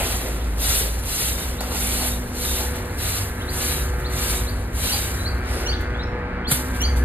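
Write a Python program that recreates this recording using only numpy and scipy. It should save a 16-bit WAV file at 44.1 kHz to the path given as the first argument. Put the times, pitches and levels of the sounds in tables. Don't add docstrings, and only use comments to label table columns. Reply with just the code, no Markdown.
import sys
import numpy as np
from scipy import signal
from scipy.fft import rfft, irfft
from scipy.io import wavfile
from scipy.ndimage import map_coordinates

SR = 44100
rng = np.random.default_rng(int(sys.argv[2]) if len(sys.argv) > 2 else 0)


def dump(signal):
    limited = np.clip(np.atleast_2d(signal).T, -1, 1)
    pcm = np.round(limited * 32767).astype(np.int16)
    wavfile.write(sys.argv[1], SR, pcm)


N = 310478
TIME = np.arange(N) / SR
FREQS = np.maximum(np.arange(N // 2 + 1) * SR / N, 1)

# start, swell, hold and release in seconds, then the relative
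# level of the hiss of the twig tips and of the rasp of pushed dirt, both in dB.
STROKES = [(-.06, 0.08, 0.065, 0.2, -30, -36), (0.556, 0.15, 0.074, 0.092, -23.5, -40),
           (0.975, 0.27, 0.035, 0.083, -26, -59), (1.352, 0.04, 0.031, 0.13, -34, -40),
           (1.599, .025, 0.068, 0.05, -38.5, -40.5), (1.645, 0.2, 0.23, 0.077, -28.5, -40.5),
           (2.29, 0.21, 0.096, 0.1, -29, -44), (2.727, 0.02, 0.026, 0.067, -39, -43),
           (2.953, 0.1, 0.12, 0.092, -29.5, -47), (3.452, 0.23, 0.024, 0.12, -28, -43),
           (4.07, 0.2, 0.057, 0.11, -29, -41), (4.704, 0.22, 0.011, 0.18, -27.5, -41.5),
           (5.408, 0.12, 0.13, 0.087, -47.5, -40), (5.793, 0.019, 0.018, 0.058, -57, -54),
           (6.469, 0.068, 0.007, 0.072, -28, -60), (6.722, 0.036, .02, 0.063, -41, -43),
           (6.954, 0.019, 0.0081, 0.039, -39, -54)]
# frequency in Hz, relative density in dB per Hz.
TIPS_SPECTRUM = [(400, -12), (1500, -4), (3000, -2), (5200, -1.3), (7000, .4), (12000, 0), (14000, -.2),
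                 (15500, -1.3)]
# frequency in Hz, relative density in dB per Hz.
DIRT_SPECTRUM = [(150, -10), (400, 4), (800, 3), (1300, 0), (2300, 0), (4000, -5), (6500, -9), (12000, -22)]
# frequency in Hz, relative density in dB per Hz.
LEAVES_SPECTRUM = [(150, 14), (600, -18), (1500, 4), (3000, 7), (5500, -12), (8000, 8.5), (12000, 6.5),
                   (15500, -7)]
# frequency in Hz, likeness from -1 to 1.
BROOM_LIKENESS = [(300, .95), (1200, .55), (2800, .15), (3900, -.35), (4500, .35), (5100, .98), (5900, .98),
                  (7500, .75), (10300, .95), (13000, .7)]
# frequency in Hz, width in Hz, relative level in dB.
TWIG_MODES = [(2300, 140, -3), (2780, 210, -5), (3190, 100, -10), (3630, 110, -2), (3923, 64, 5),
              (4200, 130, -2.5), (4390, 90, -1.5)]
# time in seconds, relative level in dB.
TWIG_RING_LEVEL = [(0, -11.5), (.75, -9.5), (1.3, -9), (2.0, -6.5), (2.6, -8), (3.6, -7.5), (4.3, -7),
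                   (5.0, -6), (7.04, -16)]
# time in seconds, peak in dB before filtering.
SNAPS = [(0.4454, -24), (0.504, -41), (0.858, -16), (0.99, -19), (1.0585, -17), (1.1438, -27), (1.607, -14),
         (1.8023, -20), (2.076, -9), (2.1842, -28), (2.9971, -23.5), (3.6174, -20), (3.998, -24),
         (4.8359, -16), (5.351, -31), (5.379, -30), (5.408, -33), (5.531, -31), (5.546, -27), (5.609, -25),
         (5.8096, -23), (5.82, -36), (6.092, -68), (6.1878, -45), (6.816, -11), (6.9686, -30),
         (6.9833, -30)]
# time in seconds, relative level in dB.
KNOCKS = [(1.609, -26), (1.636, -30), (1.675, -34), (1.718, -28), (1.756, -29.5), (1.997, -36),
          (5.836, -37), (6.511, -25)]
# nominal frequency in Hz, relative level in dB, t60 in seconds.
KNOCK_MODES = [(480, -5, .035), (760, 0, .04), (1010, -4, .025), (1380, -1, .025), (1950, -4, .016),
               (2750, -4, .014), (3450, -4, .012), (4250, -3, .012)]
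# start and rise in seconds, decay t60 in seconds, level in dB.
LANDINGS = [(6.4905, 0.0018, 0.081, -34), (6.502, .004, .05, -27), (6.5089, 0.0029, .045, -18),
            (6.515, .0015, 0.14, -14.5), (6.5222, .001, 0.045, -24), (6.5405, 0.0025, 0.18, -25.5),
            (6.596, .002, 0.27, -40)]
# time in seconds, relative peak in dB.
TWIG_HITS = [(6.5117, -15), (6.5148, -11), (6.5195, -6), (6.5335, -17)]
# frequency in Hz, relative density in dB per Hz.
BUNDLE_SPECTRUM = [(150, 2), (450, 1), (750, -2), (1400, 1.5), (2200, 0), (3000, -2), (3700, 4), (4500, -4),
                   (5500, -17), (6800, 0), (8000, 5), (12000, 5.5), (15500, 3.5)]
# time of the peak in seconds, length in seconds, hollow pitch in Hz, level in dB.
SCUFFS = [(.012, .07, 600, -26.5), (.02, .1, 2300, -30), (.04, .12, 370, -36), (.265, .1, 480, -33),
          (.80, .24, 440, -35), (1.62, .07, 750, -37), (1.73, .1, 780, -37), (1.73, .1, 350, -37),
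          (2.04, .14, 760, -34.5), (2.62, .11, 760, -35), (2.78, .1, 790, -40), (3.57, .08, 720, -40),
          (4.89, .12, 3800, -33), (4.96, .1, 740, -37), (5.565, .06, 400, -30), (5.65, .12, 420, -34.5),
          (5.57, .3, 5000, -39.5), (5.56, .24, 9000, -39), (5.79, .2, 320, -36), (6.15, .1, 400, -37)]
# start and length in seconds, first, middle and last pitch in Hz, relative level in dB.
CHIRPS = [(.39, .05, 2700, 3400, 4500, -44), (1.39, .045, 3200, 3900, 4400, -43),
          (1.578, .04, 3200, 4150, 4850, -35.5), (2.40, .042, 3400, 4250, 4800, -35),
          (3.393, .044, 2650, 3150, 4400, -38), (3.472, .04, 3300, 4300, 4900, -33),
          (4.035, .046, 2700, 4050, 4700, -33.5), (4.462, .044, 3100, 4200, 4850, -34),
          (4.912, .042, 4150, 4650, 4980, -24.5), (5.175, .06, 3750, 3950, 4100, -37),
          (5.24, .055, 3800, 4300, 4850, -29), (5.672, .05, 4100, 4450, 5050, -26),
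          (5.71, .047, 2500, 3450, 4600, -32), (5.935, .035, 3200, 3350, 3500, -41),
          (5.975, .057, 3400, 3800, 4350, -37), (6.026, .02, 4500, 5350, 5550, -41),
          (6.44, .032, 2950, 3300, 3750, -35), (6.464, .034, 3900, 4450, 4950, -27),
          (6.825, .05, 3900, 4530, 4950, -25)]
# start and length in seconds, first and last pitch in Hz, relative level in dB.
LEAD_INS = [(4.878, .044, 2520, 3200, -31), (5.655, .028, 2650, 3250, -29.5),
            (6.795, .054, 2600, 3480, -28)]
# delay in seconds, level in dB.
BIRD_ECHOES = [(.006, -14), (.022, -13), (.043, -17)]
# frequency in Hz, lag in samples.
BIRD_LAG = [(3200, 5.7), (4000, 3.1), (4900, 2.9), (5500, 3.9)]
# time in seconds, nominal rate in Hz.
MOWER_RATE = [(0, 125), (.6, 123.3), (2, 123.3), (3.1, 122), (4.4, 122.2), (4.9, 122.8), (6.5, 121.9),
              (7.04, 122.5)]
# time in seconds, mean level in dB of twice, three times and four times the blade rate.
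HUM_LEVEL = [(0, -36.5, -40, -39), (.6, -43, -50, -51), (1.1, -47.5, -59, -49), (1.55, -37, -50, -42),
             (2.1, -32.5, -43.5, -41), (2.7, -37.5, -41.5, -37), (3.1, -40.5, -48, -43),
             (3.55, -38.5, -38, -42), (4.0, -40, -37.5, -35.5), (4.4, -36, -37.5, -40.5),
             (4.65, -36.5, -61, -43), (5.2, -37.5, -42, -44.5), (5.7, -37.5, -36, -42),
             (6.2, -40.5, -46, -32), (6.7, -36.5, -40.5, -46), (7.04, -32.5, -44, -31)]
# frequency in Hz, relative level in dB.
WHINE_SPECTRUM = [(500, -39), (620, 0.5), (900, 3.5), (1100, 1), (1250, 8), (1600, 8), (1850, 4.5),
                  (2300, 0.5), (2700, -4), (4500, -68)]
# time in seconds, relative level in dB.
WHINE_LEVEL = [(0, -44), (2.2, -43), (2.7, -37), (3.6, -35.5), (4.3, -34), (4.65, -42.5), (5.2, -33.5),
               (6.2, -33.5), (7.04, -34)]
# time in seconds, nominal firing rate in Hz, relative level in dB.
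SLOW_ENGINE = [(0, 55.75, -24), (.5, 54.23, -21), (1.05, 56.7, -26.5), (1.17, 57, -37), (3.2, 56.5, -36),
               (4.3, 54.5, -25.5), (5.1, 55.85, -31), (5.9, 57.06, -26), (6.4, 58, -30.5),
               (7.04, 57.93, -44)]
# time in seconds, nominal firing rate in Hz, relative level in dB.
FAST_ENGINE = [(0, 62, -40), (1.15, 63.3, -38), (1.35, 62.07, -29.5), (2.0, 61.84, -26), (2.5, 66.4, -28.5),
               (3.2, 70.14, -35), (3.7, 70.8, -26.5), (4.1, 64.84, -28), (4.9, 64.7, -32),
               (5.35, 68.5, -28.5), (6.3, 69.56, -35.5), (6.75, 64.1, -27.5), (6.88, 63.2, -17.5),
               (7.04, 64.5, -19.5)]
# start and length in seconds, middle pitch in Hz, glide in Hz per second, mean peak level in dB.
DRONES = [(1.0, 1.6, 194, 0, -39.5), (2.602, 1.07, 95.7, 1, -31), (3.292, 1.18, 142.3, -3.5, -34),
          (3.797, 2.26, 97, -.5, -31), (4.009, 1.66, 190, 1.5, -42.5), (5.498, 0.676, 85.7, 4.5, -33),
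          (6.144, 0.51, 186.8, 14.5, -34), (6.341, 0.59, 256, 15, -32)]
# frequency in Hz, relative density in dB per Hz.
TOWN_SPECTRUM = [(20, -22), (32, -2), (60, -1), (82, 0), (110, -4.5), (170, -11), (300, -12), (500, -15),
                 (1000, -21), (2000, -25), (2800, -33), (3500, -38), (4400, -38), (6200, -55), (15000, -65)]
# frequency in Hz, likeness from -1 to 1.
TOWN_LIKENESS = [(60, 1), (130, 1), (250, 0.97), (600, 0.84), (1200, 0.53), (2000, 0.99), (3000, 0.045),
                 (6000, 1), (12000, 0.94)]
# time in seconds, level in dB.
TOWN_LEVEL = [(0, -29), (.6, -30.5), (3, -30), (4.7, -30), (7.04, -28.5)]

TRAIL_DB, TRAIL_FALL_DB_PER_S = -9.5, 35.5
DIRT_FOLLOWS = 0.66
GRAZE_DB, GRAZE_END_S, GRAZE_FADE_S = -46.5, 5.47, 1.38
CRACKLES_PER_S, CRACKLE_DB = 170, -9
TIPS_PATCHY_DB = 1.47
TWIG_BEND = .035
TWIG_COMING_AND_GOING_DB = 6
OCTAVE_DB = -1
HUM_FADING_DB = 0.8
LEFT_LAG_SAMPLES = 4.19
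CUTOFF_HZ = 14600


def from_db(db):
    return 10 ** (np.asarray(db) / 20)


def rms_one(x):
    return x / np.sqrt(np.mean(x ** 2) + 1e-20)


def in_time(rows):
    times, *columns = np.transpose(rows)
    return [np.interp(TIME, times, column) for column in columns]


def at_hz(points):
    hz, value = np.transpose(points)
    return np.interp(np.log(FREQS), np.log(hz), value)


def drift(rate):
    step = 40
    pole = np.exp(-2 * np.pi * rate * step / SR)
    noise = rng.standard_normal(N // step + 2002)
    slow = signal.lfilter([1], [1, -2 * pole, pole * pole], noise)[2000:]
    return np.interp(np.arange(N) / step, np.arange(len(slow)), rms_one(slow))


def turning(hz):
    return 2 * np.pi * np.cumsum(hz) / SR + rng.uniform(0, 2 * np.pi)


def later(x, lag):
    return map_coordinates(x, [np.arange(N) - lag], order=5, mode="mirror")


def spread(pair, spectrum, likeness):
    mid, side = rfft(pair) * from_db(at_hz(spectrum))
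    alike = np.clip(at_hz(likeness), -.9999, .9999)
    common = np.sqrt(1 + alike) * mid
    opposed = np.sqrt(1 - alike) * side * [[1], [-1]]
    return rms_one(irfft(common + opposed, N))


def contacts(per_s, size_db):
    chance = np.clip(per_s / SR, 1e-3, 1)
    sizes = from_db(size_db * np.minimum(rng.exponential(1, (2, N)), 6))
    hits = rng.random((2, N)) < chance
    return hits * sizes * rng.choice([-1, 1], (2, N)) / np.sqrt(chance)


def blow(start, rise, t60):
    age = TIME - start
    return np.clip(age / rise, 0, 1) * from_db(-60 * np.clip((age - rise) / t60, 0, 3))


def yard(x, t60, wet_db):
    t = TIME[:SR // 2]
    tail = rng.standard_normal((2, len(t))) * from_db(-60 * t / t60) * (t > .004)
    tail /= np.sqrt(np.sum(tail ** 2, axis=1, keepdims=True))
    scatter = signal.fftconvolve(x[None], tail, axes=1)[:, :N]
    return x + from_db(wet_db) * scatter


def stroke_levels():
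    effort = from_db(GRAZE_DB) * np.clip((GRAZE_END_S - TIME) / GRAZE_FADE_S, 0, 1)
    rasp = np.zeros(N)
    for start, swell, hold, release, tips_db, dirt_db in STROKES:
        pressing = np.sin(np.pi / 2 * np.clip((TIME - start) / swell, 0, 1)) ** 1.36
        lifted = np.maximum(TIME - start - swell - hold, 0)
        letting_go = np.exp(-(lifted / release) ** 1.15)
        trail = from_db(TRAIL_DB - TRAIL_FALL_DB_PER_S * lifted)
        stroke = pressing * np.maximum(letting_go, trail)
        effort = np.maximum(effort, from_db(tips_db) * stroke)
        rasp = np.maximum(rasp, from_db(dirt_db) * stroke ** DIRT_FOLLOWS)
    return effort, rasp


def sweeping():
    effort, rasp = stroke_levels()
    per_s = 3500 + 22000 * effort / effort.max()

    hiss = spread(contacts(per_s, size_db=0.0), TIPS_SPECTRUM, BROOM_LIKENESS)
    tips = patchy(hiss, TIPS_PATCHY_DB) * effort * from_db(4.5)

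    ring = twig_ring(per_s / 10) * effort * from_db(in_time(TWIG_RING_LEVEL)[0])

    crackle = spread(contacts(CRACKLES_PER_S, size_db=0.5), LEAVES_SPECTRUM, BROOM_LIKENESS)
    crackle = crackle * effort * from_db(CRACKLE_DB)

    dirt = spread(contacts(per_s / 2, size_db=2.0), DIRT_SPECTRUM, BROOM_LIKENESS)
    dirt = dirt * rasp * from_db(4.5 + 1.0 * drift(21))

    catching = from_db(0.48 * drift(26))
    return catching * (tips + ring + crackle + dirt)


def patchy(pair, depth_db):
    centres_hz = np.linspace(1500, 14000, 8)
    spectrum = rfft(pair)
    out = 0
    for share in np.eye(len(centres_hz)):
        band = irfft(spectrum * np.interp(FREQS, centres_hz, share), N)
        out = out + band * from_db(depth_db * drift(33))
    return rms_one(out)


def twig_ring(per_s):
    out = 0
    for hz, width_hz, db in TWIG_MODES:
        b, a = signal.iirpeak(hz, hz / width_hz, fs=SR)
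        ringing = signal.lfilter(b, a, contacts(per_s, size_db=3.5))
        out = out + ringing * from_db(db + TWIG_COMING_AND_GOING_DB * np.tanh(drift(5.2)))
    bending = np.cumsum(TWIG_BEND * drift(4))
    out = np.array([later(x, bending) for x in out])
    out = signal.sosfilt(signal.butter(2, [2000, 4800], "band", fs=SR, output="sos"), out)
    return spread(out, TIPS_SPECTRUM, BROOM_LIKENESS)


def snaps():
    clicks, t = np.zeros(N), TIME[:SR // 50]
    for start, db in SNAPS:
        crack = rng.standard_normal(len(t)) * from_db(-60 * t / 0.0072)
        clicks[round(start * SR):][:len(t)] += from_db(db) * crack / np.abs(crack).max()
    bright = signal.sosfilt(signal.butter(1, 900, "high", fs=SR, output="sos"), clicks)
    return yard(bright, t60=0.065, wet_db=-0.5)


def knocks():
    out, t = np.zeros(N), TIME[:SR // 10]
    for start, db in KNOCKS:
        for hz, mode_db, t60 in KNOCK_MODES:
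            strength = from_db(db + mode_db + rng.normal(0, 2)) * rng.choice([-1, 1])
            mode = np.sin(2 * np.pi * hz * rng.uniform(0.95, 1.04) * t) * from_db(-60 * t / t60)
            out[round(start * SR):][:len(t)] += strength * mode
    return yard(out, t60=.08, wet_db=-8)


def broom_drop():
    landing = sum(from_db(db) * blow(start, rise, t60) for start, rise, t60, db in LANDINGS)
    cracks = sum(from_db(db - 9) * blow(start, rise=.0002, t60=0.0074) for start, db in TWIG_HITS)
    slap = spread(contacts(9000, size_db=1.5), BUNDLE_SPECTRUM, BROOM_LIKENESS) * (landing + cracks)
    thud = np.sin(turning(np.full(N, 132.0))) * blow(6.514, rise=0.0092, t60=0.1)
    return slap + from_db(-14.5) * thud


def near_echo(pair, delay, db):
    lag = SR * delay * (1 + 0.055 * drift(0.92))
    echo = np.array([later(x, lag) for x in pair])
    return (pair + from_db(db) * echo) / np.hypot(1, from_db(db))


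def scuffs():
    out = np.zeros((2, N))
    common, opposed = contacts(2300, size_db=1.5)
    slips = common + 0.28 * opposed * [[1], [-1]]
    for peak_s, length, hz, db in SCUFFS:
        hollow = signal.butter(2, [hz / 1.28, hz * 1.28], "band", fs=SR, output="sos")
        swell = np.cos(np.pi * np.clip((TIME - peak_s) / length, -.5, .5))
        out += from_db(db) * swell * rms_one(signal.sosfilt(hollow, slips))
    return out


def birds():
    song = np.zeros(N)
    waver, flutter = drift(280), from_db(2 * drift(130))

    def add(start, length, pitches_hz, db):
        at = np.arange(round(start * SR), min(round((start + length) * SR), N))
        along = np.linspace(0, 1, len(at))
        swell = flutter[at] * np.sin(np.pi * along ** 1.15).clip(0) ** 1.2
        bend = np.polyfit(np.linspace(0, 1, len(pitches_hz)), pitches_hz, len(pitches_hz) - 1)
        pitch_hz = np.polyval(bend, along) * (1 + .009 * waver[at])
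        song[at] += from_db(db) * rms_one(swell * np.sin(turning(pitch_hz)))

    for start, length, *pitches_hz, db in CHIRPS:
        add(start, length, pitches_hz, db)
    for start, length, first_hz, last_hz, db in LEAD_INS:
        add(start, length, [first_hz, last_hz], db)
        add(start, length, [2 * first_hz, 2 * last_hz], db + OCTAVE_DB)
    echoes = sum(from_db(db) * np.interp(TIME - delay, TIME, song) for delay, db in BIRD_ECHOES)
    return from_db(-3.2) * yard(song + echoes, t60=.5, wet_db=-7.5)


def mower():
    rate_hz, = in_time(MOWER_RATE)
    whine_db, = in_time(WHINE_LEVEL)
    phase = turning(rate_hz * (1 + 0.001568 * drift(13.27)))

    hum = 0
    for k, db in enumerate(in_time(HUM_LEVEL), 2):
        harmonic = np.sin(k * phase + rng.uniform(0, 2 * np.pi))
        hum = hum + from_db(db + HUM_FADING_DB * drift(2.4)) * harmonic

    buzz = 0
    for k in range(5, 20):
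        buzz = buzz + from_db(2.7 * drift(2.09)) * np.cos(k * phase + 0.76 * drift(3.8))
    buzz = rms_one(irfft(rfft(buzz) * from_db(at_hz(WHINE_SPECTRUM)), N))
    buzz = from_db(-5.5) * yard(buzz, t60=0.84, wet_db=-4.5)

    pulsed_air = rng.standard_normal((2, N)) * np.exp(0.5 * np.cos(phase))
    puffs = from_db(-5.0) * spread(pulsed_air, WHINE_SPECTRUM, TOWN_LIKENESS)
    return hum + from_db(whine_db) * (buzz + puffs)


def engine(curve, gain_db, wobble):
    rate_hz, db = in_time(curve)
    uneven = from_db(1.8 * drift(11))
    return from_db(db + gain_db) * uneven * np.sin(turning(rate_hz * (1 + wobble * drift(14.8))))


def drones():
    out = 0
    for start, length, hz, glide, db in DRONES:
        along = np.clip((TIME - start) / length, 0, 1)
        pitch_hz = (hz + glide * length * (along - .5)) * (1 + 0.0054 * drift(4.9))
        level = np.sin(np.pi * along) * from_db(db + 1.2 * drift(7.5))
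        out = out + level * np.sin(turning(pitch_hz))
    return out


def town():
    level_db, = in_time(TOWN_LEVEL)
    return from_db(level_db) * spread(rng.standard_normal((2, N)), TOWN_SPECTRUM, TOWN_LIKENESS)


def traffic():
    slow = engine(SLOW_ENGINE, gain_db=0.1, wobble=0.02)
    fast = engine(FAST_ENGINE, gain_db=2.5, wobble=0.041)
    return slow + fast + drones() + town()


def ports(pair, lag):
    return np.array([later(pair[0], lag), pair[1]])


def bird_ports(pair):
    turn = np.exp(-2j * np.pi * FREQS * at_hz(BIRD_LAG) / SR)
    return np.array([irfft(rfft(pair[0]) * turn, N), pair[1]])


def scene():
    broom = near_echo(sweeping() + snaps() + knocks() + broom_drop(), delay=0.0014, db=-17.0)
    return ports(broom + scuffs() + mower() + traffic(), LEFT_LAG_SAMPLES) + bird_ports(birds())


def record(dry):
    return signal.sosfilt(signal.ellip(10, .2, 80, CUTOFF_HZ, fs=SR, output="sos"), dry)


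dry = scene()
out = record(dry)
dump(out)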